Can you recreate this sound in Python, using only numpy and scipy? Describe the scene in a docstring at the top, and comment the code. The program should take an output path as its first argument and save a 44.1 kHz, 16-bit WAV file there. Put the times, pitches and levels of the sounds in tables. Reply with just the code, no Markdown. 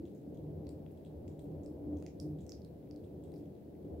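"""A hedgehog chews dry biscuit on a patio at night, about a metre from a camera microphone on the ground.
Each bite is a few tiny brittle cracks or a soft crumbly chew, some with a fine crackle of powder;
the paving mirrors them and the walls around echo them. Underneath, a dull outdoor rumble swells
and fades, booming in three low resonances, with one soft bump and faint microphone hiss."""
import sys
import numpy as np
from scipy import signal
from scipy.fft import rfft, irfft
from scipy.io import wavfile

SR = 44100
rng = np.random.default_rng(int(sys.argv[2]) if len(sys.argv) > 2 else 0)


def pcm_store(signal):
    """Save signal as 16-bit PCM."""
    levels = np.round(np.clip(np.atleast_2d(signal), -1, 1) * 32767)
    wavfile.write(sys.argv[1], SR, levels.astype(np.int16).T)


N = 176400

# swell of the outdoor rumble: t/s, level/dB
RUMBLE_SWELL = [(0, -46.5), (.2, -50), (.33, -46.5), (.65, -47.5), (.9, -50.5), (1.05, -51), (1.27, -47),
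                (1.369, -50), (1.48, -46), (1.78, -48), (1.931, -44), (2.12, -50.5), (2.27, -45),
                (2.45, -49), (2.78, -52), (3.1, -49.5), (3.34, -48), (3.6, -51.5), (3.82, -49),
                (3.94, -43.5), (4, -46.5)]
# colour of the rumble: f/Hz, relative level/dB
RUMBLE_COLOUR = [(22, -42), (42, -17.5), (60, -10), (85, -4.5), (120, 0.5), (190, 4), (240, -1), (340, 2.5),
                 (450, -2), (580, -7), (720, -14.5), (900, -25.5), (1250, -40.5), (7000, -110)]
# stereo width of the rumble: f/Hz, side minus mid/dB
RUMBLE_WIDTH = [(30, -5.5), (70, -13), (130, -13), (280, -8.5), (500, -5.5), (850, -0.5)]
# its low resonances: f/Hz, half width/Hz, level against the resting swell/dB, growth/(dB per dB of swell)
RESONANCES = [(82.4, 12, -9, 1.46), (154.3, 6, -11, -0.3), (291.5, 15.9, -9, 2.17)]
# deep bass against the rest of the rumble: t/s, gain/dB
BASS_GAIN = [(0, 1.5), (.2, -14), (.35, 2.5), (1.25, 3), (1.8, 0.5), (2.55, 4), (3.1, 2.5), (3.65, -4),
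             (4, -3)]
# top of the rumble against the rest: t/s, gain/dB
UPPER_GAIN = [(0, -4), (.45, -0.5), (.75, 2.5), (1.5, 0.5), (1.95, 2.5), (2.3, -3), (2.8, 1), (3.9, -0.5)]
# colour of the microphone hiss: f/Hz, relative level/dB
HISS_COLOUR = [(500, -15), (1500, 8), (2800, 4), (4500, 2), (6500, -3), (9500, -2), (12000, 2.5),
               (15500, 4)]
# soft chews: t/s, low ring level/dB, high ring f/Hz, high ring level/dB, fade time constant/s
SOFT_CHEWS = [(0.054, -70.5, 6700, -77.5, 0.031), (.149, -88, 7000, -75.5, 0.05),
              (0.345, -77, 6470, -78.5, 0.015), (.3732, -74.5, 6500, -82, .012),
              (0.9745, -78, 8100, -83, 0.0084), (1.0492, -68, 8240, -75.5, 0.023),
              (1.28, -75.5, 7100, -74, 0.025), (1.396, -76, 8400, -76, 0.037),
              (1.634, -84, 6980, -71.5, 0.032), (1.97, -77, 6300, -71.5, 0.045),
              (2.387, -70.5, 7500, -80.5, 0.034), (2.407, -80, 7000, -71.5, 0.039),
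              (3.041, -75, 8200, -81, 0.036), (3.2377, -74, 8100, -73.5, 0.05),
              (3.36, -86, 4950, -73, .025)]
# colour of a chew's crumbly noise: f/Hz, relative level/dB
CHEW_COLOUR = [(2500, -18), (5000, -8), (8000, -2), (14000, -14)]
# one resonance droning out: middle t/s, half length/s, f/Hz, level/dB
DRONE_TONES = [(0.527, 0.16, 153.8, -48.5), (0.761, 0.057, 299.3, -52.5), (0.799, .09, 156.7, -53),
               (1.296, 0.053, 87.9, -48.5), (1.44, 0.05, 305, -54.5), (1.522, 0.065, 155, -49),
               (1.697, .1, 299.7, -50.5), (1.931, 0.097, 298, -40), (1.949, 0.05, 82.36, -45),
               (2.273, 0.049, 299, -40.5), (2.307, .093, 150.2, -44.5), (2.964, 0.087, 297.7, -52.5),
               (3.32, 0.077, 158.6, -53), (3.407, .055, 296.8, -50.5)]
# hard cracks of the biscuit: t/s, ring f/Hz, ring level/dB, snap f/Hz, snap level/dB, knock level/dB
BISCUIT_CRACKS = [ (0.6692, 4540, -68, 5450, -68, -74), (0.6915, 4700, -66.5, 8550, -65, -77),
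                  (.8636, 3370, -76.5, 2500, -85, -72), (1.2795, 7300, -80, 5630, -73, -74),
                  (1.393, 3740, -72.5, 8400, -71, -81), (1.6613, 5250, -67.5, 7800, -71.5, -80),
                  (2.0251, 4970, -74, 8000, -69, -64.5), (2.0643, 5150, -61, 6400, -61.5, -62),
                  (2.2002, 4900, -57, 8450, -58, -96), (2.2005, 5930, -61.5, 10600, -61.5, -88),
                  (2.4656, 5900, -71, 7560, -70, -81), (2.4937, 5600, -56, 7160, -65, -73),
                  (2.52, 5200, -53.5, 6840, -69, -68), (2.619, 4680, -72, 5600, -84, -88),
                  (2.6483, 4170, -67.5, 9300, -73.5, -93), (2.911, 4700, -65.5, 3300, -81, -75.5),
                  (2.9615, 4400, -70.5, 9000, -76, -90), (3.3192, 3860, -75, 9600, -75, -83),
                  (3.3398, 4960, -68.5, 3400, -80, -78)]
# colour of a crack's low knock: f/Hz, relative level/dB
KNOCK_COLOUR = [(300, -3.5), (1150, 0.5), (1550, -3), (2300, 5), (3300, -8), (4500, -18), (15000, -34)]
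# fine crackle of biscuit ground to powder: t/s, level/dB, fade time constant/s
CRACKLES = [(.7, -71, 0.033), (.9123, -70, .006), (1.41, -67, .045), (2.211, -65, 0.065),
            (2.494, -68, .025), (3.334, -67.5, 0.042)]
# colour of that crackle: f/Hz, relative level/dB
CRACKLE_COLOUR = [(3000, -28), (9000, -8), (12000, -5)]
# lean of the chewing at the microphone: f/Hz, left minus right/dB
CHEWING_PAN = [(2000, 7.5), (3600, 6.5), (5200, -9.5), (6800, -4), (8500, 8), (12000, -5.5)]


def undb(db):
    """Decibels to gain."""
    return 10 ** (np.asarray(db) / 20)


def unit(x):
    """Scale to rms 1."""
    return x / np.sqrt(np.mean(x ** 2))


def sized(x, db, window_s=.0036):
    """Give a short sound the energy of a steady one of this level lasting window_s."""
    energy = np.mean(np.sum(x ** 2, axis=-1))
    return x * undb(db) * np.sqrt(SR * window_s / energy)


def over_time(points):
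    """Join (t/s, value) points by straight lines."""
    return np.interp(np.arange(N) / SR, *np.array(points).T)


def on_log(points, hz):
    """Read (f/Hz, value) points on a log-frequency axis."""
    freqs, values = np.array(points, float).T
    return np.interp(np.log(hz + 1), np.log(freqs), values)


def bins(size):
    """Frequencies in the spectrum of so many samples."""
    return np.arange(size // 2 + 1) * SR / size


def colour(x, points):
    """Filter by (f/Hz, gain/dB) points."""
    size = x.shape[-1]
    return irfft(rfft(x) * undb(on_log(points, bins(size))), size)


def around(x, hz, share):
    """Keep a band around one pitch, its width set as a share of that pitch."""
    detuning = (bins(x.shape[-1]) / hz - 1) / share
    return irfft(rfft(x) / (1 + detuning ** 2) ** 1.5)


def narrow(hz, width_hz):
    """Noise ringing in one resonance."""
    detuning = (bins(N) - hz) / width_hz
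    return unit(irfft(rfft(rng.standard_normal(N)) / (1 + detuning ** 2), N))


def add(track, start_s, sound):
    """Mix a short sound into a track."""
    i = max(int(start_s * SR), 0)
    track[..., i:i + sound.shape[-1]] += sound[..., :max(N - i, 0)]


def rumble(trim_db=-1.44, rest_db=-49, lean_db=0.7, bass_hz=114, upper_hz=494):
    """Dull outdoor noise all around the patio; two of its three resonances grow faster than its swell."""
    swell_db = over_time(RUMBLE_SWELL)
    left_right = np.array([[1], [-1]])
    mid, side = (unit(colour(rng.standard_normal(N), RUMBLE_COLOUR)) for _ in range(2))
    out = undb(swell_db + trim_db) * (mid + left_right * colour(side, RUMBLE_WIDTH))
    for hz, width_hz, db, growth in RESONANCES:
        out += narrow(hz, width_hz) * undb(rest_db + db + growth * (swell_db - rest_db))
    bass, below_upper = (irfft(rfft(out) / (1 + (bins(N) / hz) ** 8), N) for hz in (bass_hz, upper_hz))
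    middle, upper = below_upper - bass, out - below_upper
    out = bass * undb(over_time(BASS_GAIN)) + middle + upper * undb(over_time(UPPER_GAIN))
    return out * undb(left_right * lean_db / 2)


def microphone_hiss(db=-76.5):
    """The microphone's own steady noise, separate in each channel."""
    return undb(db) * unit(colour(rng.standard_normal((2, N)), HISS_COLOUR))


def thump(middle_s=0.044, half_s=0.011, hz=335, db=-42):
    """One soft, dull bump of a few low cycles, dead centre."""
    t = np.arange(N) / SR - middle_s
    return undb(db) * np.exp(-(t / half_s) ** 2) * unit(np.cos(2 * np.pi * hz * t))


def ring(hz, decay_s):
    """A bit of biscuit resonates, swelling within a few cycles and dying away."""
    t = np.arange(1024) / SR
    return t * np.exp(-t / decay_s) * np.sin(2 * np.pi * hz * t)


def chew(hz, db, fade_s, grains=8, ring_s=0.00028, pitch_spread=0.16, grain_db=-1):
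    """A soft bite: a tick and a few fading grains after it, all ringing near one pitch."""
    out = np.zeros((2, N))
    add(out, 0, ring(hz, ring_s))
    for when, left, right in rng.random((grains, 3)):
        delay = 2 * fade_s * when
        grain = np.array([ring(hz * (1 + pitch_spread * (draw - .5)), ring_s) for draw in (left, right)])
        add(out, delay, grain * undb(grain_db) * np.exp(-delay / fade_s))
    return sized(out[:, :SR // 4], db)


def grind(db, fade_s, spectrum, roughness=0.77):
    """Crumbs ground between the teeth: a dense patter of uneven specks that fades away."""
    t = np.arange(SR // 4) / SR
    sizes = np.exp(roughness * np.repeat(rng.standard_normal(len(t) // 45), 45))  # about 1 ms a speck
    specks = rng.standard_normal((2, len(t))) * sizes * np.exp(-t / fade_s)
    return sized(colour(specks, spectrum), db)


def drones(wander_hz=1.98):
    """Now and then a low resonance of the rumble rises briefly to a wavering tone."""
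    t, out = np.arange(N) / SR, 0
    for middle_s, half_s, hz, db in DRONE_TONES:
        pitch_hz = hz + wander_hz * narrow(0, width_hz=9.9)
        tone = unit(np.sin(2 * np.pi * np.cumsum(pitch_hz) / SR))
        out = out + undb(db) * np.exp(-((t - middle_s) / half_s) ** 2) * tone
    return out


def crack(hz, ring_db, snap_hz, snap_db, knock_db, burst_s=0.00019, ring_s=0.00031, edge_top_hz=12000):
    """Biscuit fractures, 1 ms in: a sharp edge, a ringing fragment, a bright snap and a low knock."""
    t, lead = np.arange(1024) / SR, SR // 1000
    bursts = rng.standard_normal((4, 2, len(t))) * t * np.exp(-t / burst_s)
    edge, grit, snap, knock = np.roll(bursts, lead, axis=-1)
    edge = colour(edge, [(hz / 2, -20), (hz, 0), (edge_top_hz, -3), (2 * edge_top_hz, -15)])
    tone = unit(np.roll(ring(hz, ring_s), lead))
    fragment = tone + 0.47 * unit(around(grit, hz, share=0.23))  # the ring is partly noise
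    snap = around(snap, snap_hz, share=0.27)
    knock = colour(knock + knock[0], KNOCK_COLOUR)  # partly shared by both channels
    return (sized(edge, ring_db - 12.5) + sized(fragment, ring_db)
            + sized(snap, snap_db) + sized(knock, knock_db))


def hedgehog(low_ring_hz=3430, crumbs_per_s=14, crumb_hz=3070):
    """At the mouth: hard cracks, soft chews, powdery crackle and faint crumbs breaking at random."""
    out = np.zeros((2, N))
    for start, *fracture in BISCUIT_CRACKS:
        add(out, start - .001, crack(*fracture))
    for start, low_db, high_hz, high_db, fade_s in SOFT_CHEWS:
        rings = chew(low_ring_hz, low_db, fade_s) + chew(high_hz, high_db, fade_s)
        add(out, start, rings + grind(high_db + 0.5, fade_s, CHEW_COLOUR))
    for start, db, fade_s in CRACKLES:
        add(out, start, grind(db, fade_s, CRACKLE_COLOUR))
    for when, pitch, faintness in rng.random((int(crumbs_per_s * N / SR), 3)):
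        db = -88 - 2 * np.log(max(faintness, .05))  # louder crumbs are rarer
        hz = crumb_hz * 2 ** (pitch - .5)
        add(out, when * N / SR, crack(hz, db, snap_hz=2 * hz, snap_db=db - 4, knock_db=db - 5.5))
    return out


def patio(x, bounce_s=.0015, bounce_db=-9, walls_t60_s=0.27, walls_onset_s=0.0046, walls_db=-2.5):
    """A metre away: the direct sound, a quick bounce off the paving and a diffuse echo from the walls."""
    lean_db = on_log(CHEWING_PAN, bins(N))
    direct = irfft(rfft(x) * undb(np.array([lean_db, -lean_db]) / 2), N)
    bounce = np.roll(direct, int(bounce_s * SR), axis=-1)
    t = np.arange(SR // 2) / SR
    envelope = np.exp(-np.log(1000) * t / walls_t60_s) * (1 - np.exp(-t / walls_onset_s))
    tail = unit(rng.standard_normal((2, len(t))) * envelope) / np.sqrt(len(t))
    walls = signal.fftconvolve(x, tail, axes=-1)[:, :N]
    return direct + undb(bounce_db) * bounce + undb(walls_db) * walls


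def scene():
    """From ground level: the hedgehog on the patio, over hiss and the low sounds of the night."""
    return microphone_hiss() + rumble() + thump() + drones() + patio(hedgehog())


def record(dry, top_hz=15750):
    """The camera cuts the top steeply."""
    return signal.sosfilt(signal.ellip(10, .1, 70, top_hz, fs=SR, output="sos"), dry)


dry = scene()
out = record(dry)
pcm_store(out)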